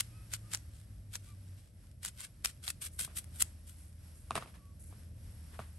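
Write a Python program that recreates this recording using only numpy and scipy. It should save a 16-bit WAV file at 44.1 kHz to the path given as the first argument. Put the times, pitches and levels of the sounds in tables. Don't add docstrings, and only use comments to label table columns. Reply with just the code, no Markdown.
import sys
import numpy as np
from scipy import signal
from scipy.fft import rfft, irfft, next_fast_len
from scipy.io import wavfile
from scipy.ndimage import map_coordinates

SR = 44100
rng = np.random.default_rng(int(sys.argv[2]) if len(sys.argv) > 2 else 0)


def dump_mix(stems):
    frames = np.atleast_2d(stems).T
    limited = np.clip(frames, -1, 1)
    pcm = np.round(limited * 32767).astype(np.int16)
    wavfile.write(sys.argv[1], SR, pcm)


N = 254898
TIME = np.arange(N) / SR

# t/s, level/dB
TRAFFIC_RIDE = [(0.0, -52.5), (1.27, -53.5), (2.28, -55.5), (3.35, -51.5), (3.77, -56.5), (4.23, -53),
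                (4.64, -53), (5.25, -50), (5.49, -53.5), (5.78, -55)]
AIR_RIDE = [(0, -68), (0.55, -64), (0.92, -70.5), (1.3, -69), (1.8, -68.5), (3.1, -67.5), (4.6, -68.5),
            (5.0, -68.5), (5.45, -64.5), (5.78, -65.5)]
ENGINE_RIDE = [(0, -52.5), (1.55, -49.5), (1.95, -66), (3.3, -51), (4.15, -51), (4.6, -59.5), (5.25, -53),
               (5.78, -49.5)]
# f/Hz, relative level/dB
TRAFFIC_EQ = [(20, -39.5), (29, -40), (42, 0.5), (65, 0.5), (97, 1.5), (135, -8.5), (180, -10), (400, -31),
              (600, -27), (1300, -74)]
AIR_EQ = [(180, -34.5), (300, 2), (460, -18.5), (630, -11), (1100, -13), (1560, -11), (4000, -16),
          (5600, -12), (6500, -19), (8600, -10.5), (10400, -8.5), (11400, -2.5), (12700, -63.5),
          (16000, -68)]
FLESH_EQ = [(300, -12), (900, -13.5), (1500, 0.5), (1800, -3.5), (2200, -1), (3200, -1), (5200, -1.5),
            (6600, -3.5), (8400, 4), (9700, 3.5), (11000, 5), (12200, -7), (13500, -26.5), (16000, -29)]
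PEEL_EQ = [(300, -41), (2100, -7.5), (3000, -19.5), (6000, -8), (8700, 4.5), (11000, 12), (13000, -27),
           (16000, -28)]
LEAF_EQ = [(100, -26), (200, 5.5), (720, -0.5), (1130, 2.5), (1750, 0), (2400, -3), (4000, -8),
           (7400, -14.5), (8700, -7), (11000, -4), (13000, -35), (15000, -80)]
# f/Hz, side level against mid/dB
WIDTH_EQ = [(40, -18.5), (130, -20), (400, -7), (1200, -5), (2500, -3), (7000, -5), (8800, -7.5),
            (10200, -43), (12000, 1)]
# start t/s, end t/s, level/dB, rise t/s
BLADE_PUSHES = [ (0.001, 0.009, -30.5, 0.00071), (0.334, 0.351, -39.5, 0.011), (0.535, 0.554, -39, 0.011),
                (0.745, 0.810, -66, .03), (1.143, 1.156, -41.5, .009), (1.255, 1.305, -62.5, 0.049),
                (1.58, 1.67, -70, 0.016), (2.038, 2.085, -45, 0.0077), (2.200, 2.250, -48, 0.019),
                (2.447, 2.459, -31, 0.0021), (2.470, 2.497, -49, 0.0043), (2.638, 2.675, -50.5, 0.0073),
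                (2.680, 2.704, -40, 0.009), (2.819, 2.866, -45, 0.0042), (2.993, 3.012, -40.5, 0.0047),
                (3.018, 3.052, -46, 0.0034), (3.168, 3.190, -44, 0.008), (3.365, 3.400, -59, 0.022),
                (3.407, 3.424, -38.5, 0.0067), (3.677, 3.702, -62, 0.0093)]
# t/s, level/dB, ping f/Hz
FLESH_SNAPS = [ (0.0085, -17, 8600), (0.3373, -18, 6800), (0.5364, -17, 7600), (0.5478, -14, 6000),
               (0.5733, -32, 7000), (1.1555, -21, 6000), (2.0498, -18, 8200), (2.0600, -23, 7600),
               (2.0862, -28, 7500), (2.2060, -27, 8000), (2.4489, -21, 3200), (2.4580, -15, 5600),
               (2.6795, -18, 4200), (2.9946, -19, 9000), (3.2433, -36, 9500), (3.4226, -12, 11000),
               (3.4235, -5, 8300)]
# start t/s, length t/s, f/Hz, level/dB, relative octave level/dB
BIRD_CALLS = [(0.08, 0.2, 1253, -70, -0.5), (0.423, 0.095, 1220, -68.5, -18),
              (1.261, 0.092, 1185, -66.5, -5), (4.557, 0.2, 1130, -69, -30)]
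# start t/s, end t/s, level/dB, rise t/s
PEEL_RUBS = [(2.93, 2.945, -57.5, 0.012), (3.785, 3.84, -63, 0.021), (4.155, 4.18, -59.5, 0.0071),
             (4.797, 4.875, -60, .002), (5.58, 5.67, -69, 0.046)]
# t/s, level/dB, brightness f/Hz
MAT_KNOCKS = [ (3.0770, -43, 1750), (4.3078, -20, 3970), (4.3545, -21, 12000), (4.359, -27.5, 1630),
              (4.377, -18.5, 2230), (4.424, -32, 2880), (4.459, -38.5, 2000), (4.541, -49, 5100),
              (4.9255, -43, 1190), (5.5913, -21, 1250)]
# f/Hz, relative level/dB, 60 dB decay t/s
MAT_RESONANCES = [(128, -16, 0.08), (220, -20.5, 0.064), (432, -9, 0.013), (685, -6.5, 0.026),
                  (1143, -0.5, 0.013), (1400, -3.5, 0.0074), (2580, -5, 0.007), (3780, -4.5, 0.0037),
                  (8830, -0.5, 0.0054)]
# start t/s, end t/s, level/dB, rise t/s
LEAF_DRAGS = [(3.082, 3.110, -63, 0.0059), (4.354, 4.382, -39, .003), (4.418, 4.432, -53.5, 0.016),
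              (4.474, 4.486, -59.5, 0.0021), (4.543, 4.560, -62, 0.0024), (4.910, 4.930, -68, .006),
              (5.538, 5.558, -60, 0.012), (5.604, 5.626, -65, 0.012)]


def from_db(db):
    return 10 ** (np.asarray(db) / 20)


def unit_rms(x):
    return x / np.sqrt(np.mean(x ** 2) + 1e-20)


def ride_db(ride):
    return np.interp(TIME, *np.transpose(ride))


def drift(rate_hz):
    return 1.22 * np.interp(TIME * rate_hz, np.arange(N), rng.standard_normal(N))


def eq_gain(eq, size):
    hz, db = np.transpose(eq)
    bin_hz = np.maximum(np.arange(size // 2 + 1) * SR / size, 1)
    return from_db(np.interp(np.log(bin_hz), np.log(hz), db))


def colour(x, eq):
    size = 2 * next_fast_len(N // 2 + 8192)
    cepstrum = irfft(np.log(unit_rms(eq_gain(eq, size))))
    cepstrum[1:size // 2] *= 2
    cepstrum[size // 2 + 1:] = 0
    return irfft(rfft(x, size) * np.exp(rfft(cepstrum)), size)[..., :N]


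def low_pass(x, hz):
    return signal.sosfilt(signal.butter(2, hz, fs=SR, output="sos"), x + 1e-18)


def ring(clicks, hz, t60):
    radius, angle = from_db(-60 / (t60 * SR)), 2 * np.pi * hz / SR
    return signal.lfilter([0, np.sin(angle)], [1, -2 * radius * np.cos(angle), radius ** 2], clicks + 1e-18)


def two_ports(mid, side):
    size = 2 * next_fast_len(N // 2 + 1)
    side = irfft(rfft(side, size) * eq_gain(WIDTH_EQ, size))[:N]
    return np.array([mid + side, mid - side])


def strokes(rows, fall_s, sag_db_per_s=0, fall_halves_db=9.5, middling_db=-44):
    power = np.zeros(N)
    for start, end, db, rise in rows:
        fall = fall_s * 2 ** ((middling_db - db) / fall_halves_db)
        fade = np.maximum(start - TIME, 0) / rise + np.maximum(TIME - end, 0) / fall
        held_s = np.clip(TIME, start, end) - start
        power += (from_db(db - sag_db_per_s * held_s) * np.exp(-np.minimum(fade, 20))) ** 2
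    return np.sqrt(power)


def grains(per_s, spread_db, clump_db, clump_hz):
    sizes = from_db(spread_db * np.minimum(rng.exponential(1, (2, N)), 4))
    polarity = rng.choice([-1, 1], (2, N))
    born = rng.random((2, N)) < per_s / SR
    return unit_rms(sizes * polarity * born * from_db(clump_db * drift(clump_hz)))


def traffic(trim_db=0.26):
    rumble = two_ports(*colour(rng.standard_normal((2, N)), TRAFFIC_EQ))
    return from_db(ride_db(TRAFFIC_RIDE) + trim_db) * rumble


def air(wander_db=2.0):
    level = from_db(ride_db(AIR_RIDE) + wander_db * drift(7.6))
    return level * two_ports(*colour(rng.standard_normal((2, N)), AIR_EQ))


def engine(start_hz=113.1, sag_hz_per_s=12.5, idle_hz=79, unsteadiness=0.0099, wander_db=1.6):
    firing_hz = np.maximum(start_hz - sag_hz_per_s * TIME, idle_hz)
    phase = 2 * np.pi * np.cumsum(firing_hz * (1 + unsteadiness * drift(11))) / SR
    return from_db(ride_db(ENGINE_RIDE) - wander_db * drift(20)) * np.sin(phase)


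def cutting(glide_db=-23.5, coarse_db=-9, cleft_at_s=2.55, cleft_takes_s=0.58, hollow_hz=3300):
    push = strokes(BLADE_PUSHES, fall_s=0.0086, sag_db_per_s=32)
    glide = strokes(BLADE_PUSHES, fall_s=0.033, fall_halves_db=53)
    effort = np.hypot(push, from_db(glide_db) * glide)
    cells = grains(per_s=8000, spread_db=-1, clump_db=3, clump_hz=350)
    clusters = grains(per_s=350, spread_db=1.5, clump_db=1.5, clump_hz=150)
    crunch = colour(effort * (cells + from_db(coarse_db) * clusters), FLESH_EQ)
    opening = np.clip((TIME - cleft_at_s) / cleft_takes_s, 0, 1)
    treble_db, hollow_db = 8 * opening, -15 + 12 * opening
    treble = signal.sosfiltfilt(signal.butter(3, 7500, "high", fs=SR, output="sos"), crunch)
    hollow = signal.lfilter(*signal.iirpeak(hollow_hz, Q=6.6, fs=SR), crunch)
    return two_ports(*(crunch + (from_db(treble_db) - 1) * treble + from_db(hollow_db) * hollow))


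def palm_echo(x, delay_s=0.0018, echo_db=-9.5, sway=0.191):
    read_at = (TIME - delay_s * (1 + sway * drift(3))) * SR
    echo = np.array([map_coordinates(channel, [read_at], order=3) for channel in x])
    return (x + from_db(echo_db) * echo) / np.hypot(1, from_db(echo_db))


def crack(hz, t60=0.002, lead_s=0.00027):
    ping = ring(signal.unit_impulse(SR // 100), hz, t60)
    return np.array([np.roll(ping, round(lead_s * SR)), ping])


def snapping(body_limit_db=-17, shiver_db=-17, strain_s=0.0022, shiver_s=0.00077, low_cut_hz=800):
    pings, shiver, thumps = np.zeros((2, N)), np.zeros(N), np.zeros(N)
    for t, db, hz in FLESH_SNAPS:
        at, ping = round(t * SR), crack(hz)
        pings[:, at:at + ping.shape[1]] += from_db(db) * ping
        body_db = min(db, body_limit_db)
        fade = np.maximum((t - TIME) / strain_s, (TIME - t) / shiver_s)
        shiver += from_db(body_db + shiver_db) * np.exp(-np.minimum(fade, 20))
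        thump_db = -15 - 4 * np.log2(hz / 6950)
        thumps[at] += from_db(body_db + thump_db)
    rings = pings + ring(thumps, hz=2100, t60=0.004)
    cells = two_ports(*colour(shiver * rng.choice([-1, 1], (2, N)), FLESH_EQ))
    return signal.sosfilt(signal.butter(2, low_cut_hz, "high", fs=SR, output="sos"), rings) + cells


def ticking(per_s=9, level_db=-47, spread_db=1.5):
    sizes = from_db(level_db + spread_db * np.minimum(rng.exponential(1, N), 2))
    polarity = rng.choice([-1, 1], (2, N))
    born = rng.random(N) < per_s / SR
    return two_ports(*colour(sizes * polarity * born, FLESH_EQ))


def bird(sag=0.01, waver=0.0212):
    whistles, wobble = np.zeros(N), 1 + waver * drift(110)
    for start, length, hz, db, octave_db in BIRD_CALLS:
        along = np.clip((TIME - start) / length, 0, 1)
        phase = 2 * np.pi * np.cumsum(hz * wobble * (1 - sag * (along - 0.5))) / SR
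        tone = np.sin(phase) + from_db(octave_db) * np.sin(2 * phase)
        whistles += from_db(db) * np.sin(np.pi * along) * tone
    return whistles


def rubbing():
    slips = grains(per_s=3100, spread_db=4, clump_db=0, clump_hz=83)
    return two_ports(*colour(strokes(PEEL_RUBS, fall_s=0.018) * slips, PEEL_EQ))


def knocking(rebound_s=0.0092, rebound_db=-10.5, trim_db=-5, unevenness_db=3):
    rebounds = [(t + rebound_s, db + rebound_db, hz) for t, db, hz in MAT_KNOCKS]
    mat, click = np.zeros(N), signal.unit_impulse(SR // 8)
    for t, db, bright_hz in MAT_KNOCKS + rebounds:
        contact, at = low_pass(click, bright_hz), round(t * SR)
        for k, (hz, mode_db, t60) in enumerate(MAT_RESONANCES):
            level = from_db(db + mode_db + trim_db + unevenness_db * rng.standard_normal())
            mat[at:at + len(click)] += (-1) ** k * level * ring(contact, hz, t60)
    return np.array([mat, np.roll(mat, 1)])


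def rustling(crumple_db=-32, crumple_rise_s=0.0018):
    crumples = [(t, t, db + crumple_db, crumple_rise_s) for t, db, _ in MAT_KNOCKS]
    crumpling = strokes(crumples, fall_s=0.038, fall_halves_db=47)
    pressure = np.hypot(strokes(LEAF_DRAGS, fall_s=0.0053), crumpling)
    creases = grains(per_s=4500, spread_db=2, clump_db=0.5, clump_hz=260)
    return two_ports(*colour(pressure * creases, LEAF_EQ))


def scatter(x, t60=0.24, dull_hz=9000, predelay_s=0.003):
    age = TIME[:SR // 3]
    decay = from_db(-60 * age / t60) * (age > predelay_s)
    tail = decay * low_pass(rng.standard_normal((2, len(age))), dull_hz)
    return signal.fftconvolve(x, tail / np.sqrt(np.sum(tail ** 2) / 2), axes=1)[:, :N]


def scene(pan_db=0.75, scatter_db=-26.5):
    apple = (palm_echo(cutting() + ticking()) + snapping()) * from_db([[pan_db], [-pan_db]])
    near = apple + palm_echo(rubbing()) + knocking() + rustling()
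    return near + from_db(scatter_db) * scatter(near) + traffic() + air() + engine() + bird()


def record(dry, port_hz=10200, port_q=6, high_cut_hz=15900):
    left, right = dry
    left = left - 2 * signal.lfilter(*signal.iirpeak(port_hz, port_q, fs=SR), left)
    return signal.sosfilt(signal.ellip(10, 0.1, 80, high_cut_hz, fs=SR, output="sos"), [left, right])


dry = scene()
out = record(dry)
dump_mix(out)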